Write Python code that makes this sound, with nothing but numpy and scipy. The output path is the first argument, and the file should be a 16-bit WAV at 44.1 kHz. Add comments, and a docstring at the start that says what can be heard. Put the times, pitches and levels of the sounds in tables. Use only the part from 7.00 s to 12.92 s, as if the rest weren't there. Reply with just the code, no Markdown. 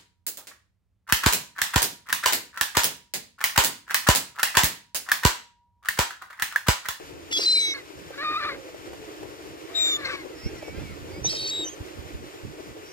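"""Gulls on a sandy beach

Near gulls give a shrill scream, a low harsh call, a squeal that breaks into a rasp, and another scream.
Whistles mix with second tones into sums and differences, beside slower rough pulsing; harsh calls are harmonic
stacks with tones between. Fainter birds peep and mew as arched notes, soft low tones fall, wings beat as noise
puffs, the sea rushes as two-band noise, and wind rumbles and knocks on two microphone ports."""
import sys
import numpy as np
from scipy import signal
from scipy.fft import rfft, irfft
from scipy.io import wavfile
from scipy.ndimage import map_coordinates

SR = 44100
rng = np.random.default_rng(int(sys.argv[2]) if len(sys.argv) > 2 else 0)


def transcribe(signal):
    """Save signal, clipped to [-1, 1], as a 16-bit WAV file at the path in sys.argv[1]."""
    frames = np.atleast_2d(signal).T
    limited = np.clip(frames, -1, 1)
    pcm = np.round(limited * 32767).astype(np.int16)
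    wavfile.write(sys.argv[1], SR, pcm)


N = 261072
T = np.arange(N) / SR

# Spells of breeze: start_s, end_s, first_db, last_db (relative)
BREEZE_SPELLS = [(0.0, 0.7, -51, -54.5), (2.05, 3.25, -57.5, -54.5), (3.43, 4.62, -42.5, -49),
                 (4.78, 5.28, -53.5, -48), (5.43, 5.52, -41, -46), (5.52, 5.92, -55, -56.5)]
LULL_DB = -57.5  # relative level between the spells
# Wind rumble spectrum: frequency_hz, gain_db (relative)
BUFFET_SPECTRUM = [(12, -37), (20, -16), (81, -1), (140, -4.5), (179, -9), (240, -11.5), (310, -11),
                   (530, -120)]
# Gusts that knock on the ports: time_s, peak_db (relative)
PORT_KNOCKS = [(3.462, -19), (3.78, -22.5), (4.218, -29.5), (4.807, -28), (4.988, -32.5), (5.149, -28.5),
               (5.449, -22.5)]
# Knock spectrum: frequency_hz, gain_db (relative)
KNOCK_SPECTRUM = [(25, -57), (70, 11.0), (140, -12), (400, -11.5), (1500, -67), (8000, -80)]
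# Level of the shore noise, which also carries a brief wing scuffle near 0.38 s: time_s, level_db (relative)
SHORE_LEVEL = [(0.0, -43), (0.33, -46.5), (0.38, -38.5), (0.54, -45), (3.4, -42), (5.92, -44)]
# Sea spectrum: frequency_hz, gain_db (relative)
SEA_SPECTRUM = [(150, -18.5), (220, -25), (310, 2.5), (400, -1), (500, -4.5), (700, -12), (1200, -14.5),
                (2500, -16), (4000, -21.5), (7000, -24.5), (10000, -31.5), (15500, -33)]
# Wing beats: time_s, peak_db (relative)
WING_BEATS = [(0.393, -33.5), (1.107, -42), (1.689, -44.5), (1.745, -40.5), (1.875, -44), (1.933, -37.5),
              (2.039, -48), (2.231, -38), (3.625, -38.5), (3.682, -40.5), (4.248, -33.5), (4.333, -35)]
# Wing spectrum: frequency_hz, gain_db (relative)
WING_SPECTRUM = [(120, -102), (300, 12.0), (600, 14.5), (1100, -5.0), (3000, -15.0), (12000, -24)]

# The three tables of faint notes give the fundamental and the level before harmonic weights.
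# Thin peeps of young birds: start_s, length_s, start_hz, middle_hz, end_hz, level_db
YOUNG_PEEPS = [(3.35, .12, 2550, 2640, 2930, -52), (3.42, .06, 2270, 2370, 2500, -55),
               (3.43, .068, 2550, 2710, 2830, -46), (3.55, .065, 2930, 2820, 2690, -56),
               (3.62, .1, 2790, 2720, 2810, -57), (4.11, .1, 2340, 2430, 2560, -54),
               (4.642, .05, 3150, 3020, 2900, -35), (4.675, .032, 3030, 3200, 3320, -38),
               (4.7, .055, 3340, 3200, 3070, -46), (5.84, .11, 2740, 2870, 3020, -54),
               (5.86, .08, 2430, 2500, 2620, -58)]
# Mews of birds further off: start_s, length_s, start_hz, middle_hz, end_hz, level_db
FAR_MEWS = [(3.425, 0.074, 676, 728, 746, -55), (3.53, .09, 754, 678, 630, -60),
            (3.6, 0.15, 800, 753, 782, -53.5), (3.82, 0.12, 790, 746, 706, -55),
            (4.13, 0.062, 724, 746, 776, -52.5)]
# Soft low falling tones, one of them under the near squeal: start_s, length_s, start_hz, middle_hz, end_hz,
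# level_db
LOW_TONES = [(1.42, 0.38, 602, 529, 481, -49), (1.96, 0.19, 452.5, 426, 405, -46.5),
             (2.69, 0.187, 647, 661, 568, -47.5)]

# Place of the near bird: time_s, right_port_lag_ms, left_minus_right_db
NEAR_PLACE = [(.34, 0.22, .5), (.61, .19, 2.5), (.71, 0.16, -3), (.8, .12, -0.5), (2.79, 0.11, 7.5),
              (2.86, .15, 2), (3.1, 0.14, 3.5), (4.35, 0.26, -2), (4.52, 0.24, 0.5)]
# Whistled notes and stretches of notes, in time order: start_s, end_s, first_hz, last_hz, first_db, last_db,
# octave_first_db, octave_last_db
WHISTLE_NOTES = [(0.327, 0.383, 3400, 3315, -26.5, -23, -30, -41),
                 (0.385, 0.458, 4070, 3994, -32, -34, -43, -50),
                 (0.458, 0.59, 4067, 4027, -18, -20, -34.5, -32.5),
                 (0.59, 0.66, 3992, 3870, -21.5, -24.5, -33, -42),
                 (0.66, 0.735, 3882, 3803, -24.5, -30.5, -52, -62),
                 (0.746, 0.785, 2200, 2066, -27, -48, -21, -71),
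                 (2.75, 2.82, 3750, 3714, -28.5, -22.5, -48, -34.5),
                 (2.82, 2.968, 3685, 3496, -20, -25.5, -27.5, -36),
                 (3.05, 3.068, 4260, 4090, -16.5, -38, -65, -70),
                 (4.252, 4.272, 3640, 3673, -35, -38, -66, -51),
                 (4.272, 4.296, 3857, 3855, -26, -30, -51, -47),
                 (4.296, 4.385, 4460, 4340, -29, -43, -67, -58),
                 (4.385, 4.505, 4452, 4443, -33, -32.5, -44, -67),
                 (4.505, 4.6, 3815, 3830, -30, -30, -44, -45),
                 (4.6, 4.648, 3835, 3720, -32, -30.5, -39, -46)]
# Second tones sounding beside the whistle, one perhaps a second bird's glide: start_s, end_s, first_hz,
# last_hz, level_db, sum_tone_db, difference_tone_db, roughness (factor)
SECOND_TONES = [(0.43, 0.555, 2435, 2390, -41, -60, -44, 0.95),
                (0.555, 0.595, 2300, 2334, -28, -59, -58, 0.54),
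                (0.595, 0.74, 2240, 2166, -34, -38.5, -41, 0.06),
                (2.785, 2.945, 2387, 2205, -41.5, -45.5, -52, 0.65),
                (4.245, 4.275, 2340, 2386, -43, -22.5, -54, 0.27),
                (4.535, 4.62, 3490, 3700, -46.5, -48, -71, 0.17)]
# A note holds its pitch at first and bends late; its level changes mostly early (powers of its progress)
SAG_POWER, FADE_POWER, NOTE_EDGE_S = 1.9, 0.55, 0.0041
# Bursts of rasp: start_s, end_s, first_pulse_hz, last_pulse_hz, level_db, beak_resonance_hz, roughness (factor)
RASP_BURSTS = [(0.317, 0.331, 696, 708, -27, 2580, 1.1), (0.331, 0.366, 704, 688, -35, 4850, 0.1),
               (0.366, 0.384, 684, 692, -26.5, 4800, 0.66), (0.384, 0.405, 681, 704, -31.5, 5500, 0.91),
               (0.405, 0.428, 704, 682, -27, 4950, 0.62), (0.428, 0.46, 700, 694, -28, 4900, 0.94),
               (0.46, 0.6, 697, 678.5, -38, 5140, 0.48), (0.6, 0.72, 685, 663, -38.5, 3400, 0.52),
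               (3.05, 3.068, 532, 526, -39, 4300, 0.6), (3.068, 3.16, 522, 508, -43.5, 2650, 1.1),
               (4.25, 4.28, 665, 681, -37, 5440, 0.7), (4.291, 4.315, 636, 637, -30.5, 5110, 0.35),
               (4.315, 4.37, 638, 631, -31, 5310, 0.39), (4.37, 4.475, 632, 641, -36, 3900, 0.4),
               (4.475, 4.507, 636, 670, -33.5, 6220, 0.76), (4.507, 4.64, 644, 632, -53, 4480, 0.21)]
# Open-beak response: frequency_hz, gain_db (relative)
GAPE_SPECTRUM = [(700, -34), (1500, -24.5), (2400, -12), (2900, -14), (3500, -15.5), (5500, -8.5),
                 (7000, -20), (8200, -19), (11000, -44.5), (15000, -22)]
# Breath turbulence spectrum: frequency_hz, gain_db (relative)
HISS_SPECTRUM = [(800, -16), (2200, 6.5), (4500, 5.5), (6000, -1), (8000, -58), (11000, -2.5), (15000, -51)]
# Low harsh calls, one curve each; the last two overlap: time_s, pitch_hz, level_db,
# even_over_odd_harmonics_db, roughness (factor, limited when voiced)
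HARSH_CALLS = [
    [(0.737, 572, -42, -3, 0.6), (0.755, 564, -39, -6, 0), (0.79, 515, -40, 12, .4),
     (0.82, 472, -53, 15, 0.3)],
    [(1.11, 507, -60, -7, 0.7), (1.14, 522, -41.5, -18, 0.27), (1.17, 537, -49.5, -11, 0.53),
     (1.185, 556, -33.5, -3, 0.2), (1.21, 578, -31, -4, 0), (1.23, 643.6, -31.5, -5, 0.42),
     (1.248, 616, -27, 9, 0.22), (1.29, 609.6, -25.5, 18, 0.05), (1.32, 617, -29.5, 5, 0.33),
     (1.368, 603.4, -24, 24, 0.15), (1.387, 683.5, -32, 6, 0.2), (1.41, 599.5, -31, 5, 0.37),
     (1.435, 586, -28, -3, 0.29), (1.455, 598.4, -29, 7, 0.55), (1.476, 631, -33, 11, 0.38),
     (1.493, 568, -28, -3, 0.23), (1.52, 542, -37.5, 11, 0.74), (1.565, 499.4, -47, -8, 0.55)],
    [(2.675, 491, -58, -5, 0.57), (2.695, 536, -48, 14, 0.5), (2.72, 638.4, -53, -2, 0.44),
     (2.89, 629, -45, -9, 0.65), (2.93, 607, -45.5, 5, 0.33), (3.08, 587, -45.5, -4, 0.52),
     (3.12, 578, -38, -1, .22), (3.152, 558, -31, 9, 0.42), (3.17, 551, -43, -5, 0.5),
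     (3.21, 537, -44, 17, 0.2), (3.24, 507, -52, 3, 0.65)],
    [(2.98, 597, -49, 3, 0.03), (3.0, 578, -39, -10, 0.25), (3.042, 547, -38, 0, 0.33),
     (3.058, 528, -27, 6, 0.25), (3.075, 522, -35.5, -3, 0.5), (3.105, 519, -30, -5, 0.3),
     (3.135, 500, -42, -6, 0.48)],
]
# Throat response: frequency_hz, gain_db (relative)
THROAT_SPECTRUM = [(550, -2.5), (950, -30), (1150, 8.5), (1350, 6.5), (1700, 5.5), (2250, 6), (2550, -5.5),
                   (2900, -11), (3250, -14), (3700, -3), (4300, -2), (5000, -18), (7500, -37), (14000, -54)]
TOP_HZ = 15400


def undb(db):
    """Logarithmic level: decibels become amplitude gain."""
    return 10 ** (np.asarray(db) / 20)


def unit(x):
    """Power normalization: scale to an rms of 1."""
    return x / np.sqrt(np.mean(x ** 2))


def curves(table):
    """Linear interpolation: join every column of a table in time."""
    time_s, *columns = np.transpose(table)
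    return [np.interp(T, time_s, column) for column in columns]


def gain_at(spectrum, hz):
    """Frequency response: interpolate decibels along logarithmic frequency."""
    frequency_hz, gain_db = np.transpose(spectrum)
    return undb(np.interp(np.log(hz + 1), np.log(frequency_hz), gain_db))


def noise(spectrum):
    """Spectral shaping: white noise takes on a given colour, at rms 1."""
    white = rfft(rng.standard_normal(N))
    frequency_hz = np.arange(N // 2 + 1) * SR / N
    return unit(irfft(white * gain_at(spectrum, frequency_hz), N))


def walk(rate_hz, t=T):
    """Random fluctuation: lines join random values into a wander with a spread near 1."""
    steps = rng.standard_normal(len(t) // 4)
    return 1.198 * np.interp((t - t[0]) * rate_hz, np.arange(len(steps)), steps)


def turn(hz):
    """Phase accumulation: integrate the instantaneous frequency."""
    return 2 * np.pi * np.cumsum(hz) / SR


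def ease(x, time_s):
    """First-order lag: a control approaches its target exponentially."""
    keep = np.exp(-1 / (time_s * SR))
    return signal.lfilter([1 - keep], [1, -keep], x + 1e-12)


def notes(table):
    """Note articulation: the gate, the progress 0-1 and the remaining columns of the nearest note."""
    rows = np.array(table)
    midgaps_s = (rows[:-1, 1] + rows[1:, 0]) / 2
    start, end, *columns = rows[np.searchsorted(midgaps_s, T)].T
    gate = (T >= start) & (T < end)
    progress = np.clip((T - start) / (end - start), 0, 1)
    return [gate, progress, *columns]


def voiced(on, db):
    """Two-way smoothing: lags forward and backward round a note's attack and release."""
    forward = ease(on * undb(db), NOTE_EDGE_S)
    return ease(forward[::-1], NOTE_EDGE_S)[::-1]


def ports(x, lag_ms, pan_db):
    """Arrival-time and level differences: the sound reaches the right port later, at another level."""
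    late = map_coordinates(x, [np.arange(len(x)) - lag_ms * SR / 1000], order=3)
    return np.array([x * undb(pan_db / 2), late * undb(-pan_db / 2)])


def wind(pan_db=-7, gust_db=3, freshen_s=0.0027):
    """Turbulent pressure: eddies rumble on each port separately and swell on both together."""
    on, progress, first_db, last_db = notes(BREEZE_SPELLS)
    breeze = ease(on * undb(first_db + (last_db - first_db) * progress), freshen_s)
    strength = np.maximum(undb(LULL_DB), breeze) * undb(3.2 * walk(12))
    eddies = [noise(BUFFET_SPECTRUM) * undb(side * pan_db / 2 + gust_db * walk(28)) for side in (1, -1)]
    return strength * np.array(eddies)


def shore(level_db=1, diffuse_db=0, lag_ms=0.4105, pan_db=3.0, flicker_db=3.5):
    """Direct and diffuse fields: sea noise from the left churns in its low part, its hiss smoother."""
    db, = curves(SHORE_LEVEL)
    diffuse = undb(diffuse_db) * np.array([noise(SEA_SPECTRUM), noise(SEA_SPECTRUM)])
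    both = unit(ports(noise(SEA_SPECTRUM), lag_ms, pan_db) + diffuse)
    low = signal.sosfiltfilt(signal.butter(2, 900, fs=SR, output="sos"), both)
    churn = undb(db + flicker_db * np.array([walk(35), walk(35)]))
    hiss = undb((db + np.mean(db)) / 2 + walk(23))  # follows the level only halfway
    return (low * churn + (both - low) * hiss) * undb(level_db)


def puffs(table, spectrum, rise_s, fall_s, level_db, pan_db=0):
    """Transient airflow: noise pushes swell and die exponentially, partly different at each port."""
    envelope = sum(undb(db) * np.exp(-np.maximum((s - T) / rise_s, (T - s) / fall_s)) for s, db in table)
    shared = noise(spectrum)
    sides = [(shared + 3.0 * noise(spectrum)) * undb(side * pan_db / 2) for side in (1, -1)]
    return np.array(sides) * envelope * undb(level_db)


def knocks():
    """Impulsive pressure: gusts strike the ports as low, brief puffs."""
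    return puffs(PORT_KNOCKS, KNOCK_SPECTRUM, rise_s=0.004, fall_s=0.011, level_db=-12.0, pan_db=-4.5)


def wings():
    """Displaced air: each wing beat pushes out a brief puff."""
    return puffs(WING_BEATS, WING_SPECTRUM, rise_s=0.0018, fall_s=0.0073, level_db=-3.0)


def dune(x, wet_db=-25, t60_s=0.32, first_s=0.023):
    """Diffuse scattering: sand and the weedy bank return a short faint echo, unlike at each port."""
    t = T[:SR // 2]
    tails = rng.standard_normal((2, len(t))) * np.exp(-np.log(1000) * t / t60_s) * (t > first_s)
    echoes = [signal.fftconvolve(x, tail / np.linalg.norm(tail))[:N] for tail in tails]
    return undb(wet_db) * np.array(echoes)


def arched_notes(table, harmonics_db, jitter):
    """Harmonic synthesis: short arched notes glide as stacks of a few partials."""
    out, wobble = np.zeros(N), 1 + jitter * walk(600)
    for start, length, first_hz, middle_hz, last_hz, db in table:
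        on = (T >= start) & (T < start + length)
        progress = (T[on] - start) / length
        glide = np.polyfit([0, .5, 1], [first_hz, middle_hz, last_hz], 2)
        phase = turn(np.polyval(glide, progress) * wobble[on])
        stack = sum(undb(h) * np.sin((k + 1) * phase) for k, h in enumerate(harmonics_db))
        out[on] += np.sqrt(2 * np.abs(np.sin(np.pi * progress))) * undb(db) * stack
    return out


def flock(level_db=-57, count=14):
    """Random superposition: overlapping cries come from birds circling further off."""
    rows = []
    for when, length, pitch, bend in rng.random((count, 4)):
        hz = 640 + 240 * pitch
        slope = 0.278 * (bend - .5)
        first_hz, last_hz = hz * (.96 - slope), hz * (.96 + slope)
        rows.append((3.3 + .8 * when, .04 + .07 * length, first_hz, hz, last_hz, level_db))
    return arched_notes(rows, harmonics_db=[-6, -4, 0, -8, -14, -9, -12], jitter=.009)


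def faint_notes():
    """Superposition: peeps, mews, soft low tones and a flurry of cries add together."""
    peeps = arched_notes(YOUNG_PEEPS, harmonics_db=[-10, 0], jitter=.005)
    mews = arched_notes(FAR_MEWS, harmonics_db=[-37, -13.5, 4.5, -31], jitter=0.008)
    low_tones = arched_notes(LOW_TONES, harmonics_db=[0], jitter=0.043)
    return peeps + mews + low_tones + flock()


def squawk(table, jitter=0.048, waver=0.021, shimmer=0.81, half_db=3, air_db=-4, spray_db=-8,
           level_db=0, stray_rad=4, smear_rad=0.21):
    """Period doubling: stronger even harmonics leap an octave; hoarseness adds tones between harmonics."""
    on = (T >= table[0][0]) & (T < table[-1][0])
    t = T[on]
    hz, db, leap_db, rough = (column[on] for column in curves(table))
    rough = np.clip(rough, .1, .7)
    phase = turn(hz * (1 + rough * (jitter * walk(700, t) + waver * walk(115.1, t))))
    voice, power = 0, 0
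    for k in np.arange(2, 29) / 2:  # harmonics 1-14 and the half-steps between
        size = gain_at(THROAT_SPECTRUM, k * hz) * (undb(leap_db) if k % 2 == 0 else 1)
        slip = smear_rad * k * rough * walk(350, t)  # upper harmonics blur first
        if k % 1:  # the tones in between come and go, and stray up and down
            size = size * undb(half_db) * rough * walk(150.8, t)
            slip = slip + stray_rad * walk(70, t)
        voice = voice + size * (1 + shimmer * rough * walk(300, t)) * np.cos(k * phase + slip)
        power = power + size ** 2 / 2
    # turbulence puffs once a cycle, partly above the throat resonances
    throat_air = undb(air_db) * noise(THROAT_SPECTRUM)[on]
    spray = undb(spray_db) * noise(HISS_SPECTRUM)[on] / (1 + undb(leap_db))
    air = rough * (throat_air + spray) * (1 + np.cos(phase))
    out = np.zeros(N)
    out[on] = (voice / np.sqrt(power) + air) * undb(db + level_db)
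    return out


def rasp(shimmer=0.44, beak_width_hz=600, level_db=0, hiss_db=-10):
    """Source-filter resonance: uneven pulses ring the open beak, with air hissing once a pulse."""
    on, progress, first_hz, last_hz, db, beak_hz, rough = notes(RASP_BURSTS)
    hz = first_hz + (last_hz - first_hz) * progress
    phase = turn(hz * (1 + rough * (.034 * walk(900) + .012 * walk(90))))
    out, power = 0, 0
    for k in range(1, 21):
        resonance = 1 / (1 + (2 * (k * hz - beak_hz) / beak_width_hz) ** 2)
        gain = gain_at(GAPE_SPECTRUM, k * hz) + resonance
        out = out + gain * (1 + shimmer * walk(200)) * np.sin(k * phase + k * k)
        power = power + gain ** 2 / 2
    air = rough * undb(hiss_db) * noise(HISS_SPECTRUM) * (1 + np.cos(phase))
    swing = 1 + .25 * rough * walk(350)
    return (out / np.sqrt(power) + air) * swing * voiced(on, db + level_db)


def whistles(jitter=0.0033, rough_jitter=0.0088, shimmer=0.068, flutter=0.23, third_db=-32,
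             fourth_db=-24, hiss_db=-33, octave_lag_s=0.0026):
    """Combination tones: a whistle and the second tone beside it yield sum and difference tones."""
    on, progress, first_hz, last_hz, first_db, last_db, octave_first_db, octave_last_db = notes(WHISTLE_NOTES)
    sag, fade = progress ** SAG_POWER, progress ** FADE_POWER
    hz = first_hz + (last_hz - first_hz) * sag
    tone = voiced(on, first_db + (last_db - first_db) * fade)
    octave_db = octave_first_db + (octave_last_db - octave_first_db) * fade
    octave = ease(voiced(on, octave_db), octave_lag_s)
    (second_on, second_progress, second_first_hz, second_last_hz, second_db, sum_db, difference_db,
     second_rough) = notes(SECOND_TONES)
    second_hz = second_first_hz + (second_last_hz - second_first_hz) * second_progress ** SAG_POWER
    rasp_on, _, pulse_hz, _, rasp_db, _, rough = notes(RASP_BURSTS)
    # the stronger the rasp, the more it shakes the whistle and flanks it with side tones
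    shake = np.minimum(voiced(rasp_on, rasp_db) / tone, 1)
    wander = (jitter + rough_jitter * rough * shake) * walk(900) + 0.0011 * walk(70)
    first_phase = turn(hz * (1 + wander))
    second_phase = turn(second_hz * (1 + 0.022 * second_rough * walk(700)))
    swing = 1 + shimmer * walk(440) + flutter * shake * (rough * walk(500) + np.sin(turn(pulse_hz)))
    first = tone * (np.sin(first_phase) + undb(third_db) * np.sin(3 * first_phase))
    first += octave * np.sin(2 * first_phase)
    first += np.sqrt(tone * octave) * undb(fourth_db) * np.sin(4 * first_phase)
    first += np.sqrt(tone) * undb(hiss_db) * noise(HISS_SPECTRUM)
    second = voiced(second_on, second_db) * np.sin(second_phase)
    second += voiced(second_on, sum_db) * np.sin(first_phase + second_phase)
    second += voiced(second_on, difference_db) * np.sin(2 * first_phase - second_phase)
    return np.sqrt(2) * swing * (first + second)


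def scene():
    """Linear superposition: wind, sea, wings, faint notes and near gulls add at two ports."""
    lag_ms, pan_db = curves(NEAR_PLACE)
    faint = faint_notes()
    near = whistles() + rasp() + sum(squawk(call) for call in HARSH_CALLS)
    birds = ports(near, lag_ms, pan_db) + ports(faint, lag_ms=0.043, pan_db=-2.5) + dune(near + faint)
    return birds + wings() + knocks() + shore() + wind()


def record(dry):
    """Band limiting: a high-pass thins the deepest rumble and a steep low-pass cuts the top."""
    dry = signal.sosfilt(signal.butter(2, 36, "highpass", fs=SR, output="sos"), dry)
    return signal.sosfilt(signal.ellip(10, .2, 80, TOP_HZ, fs=SR, output="sos"), dry)


dry = scene()
out = record(dry)
transcribe(out)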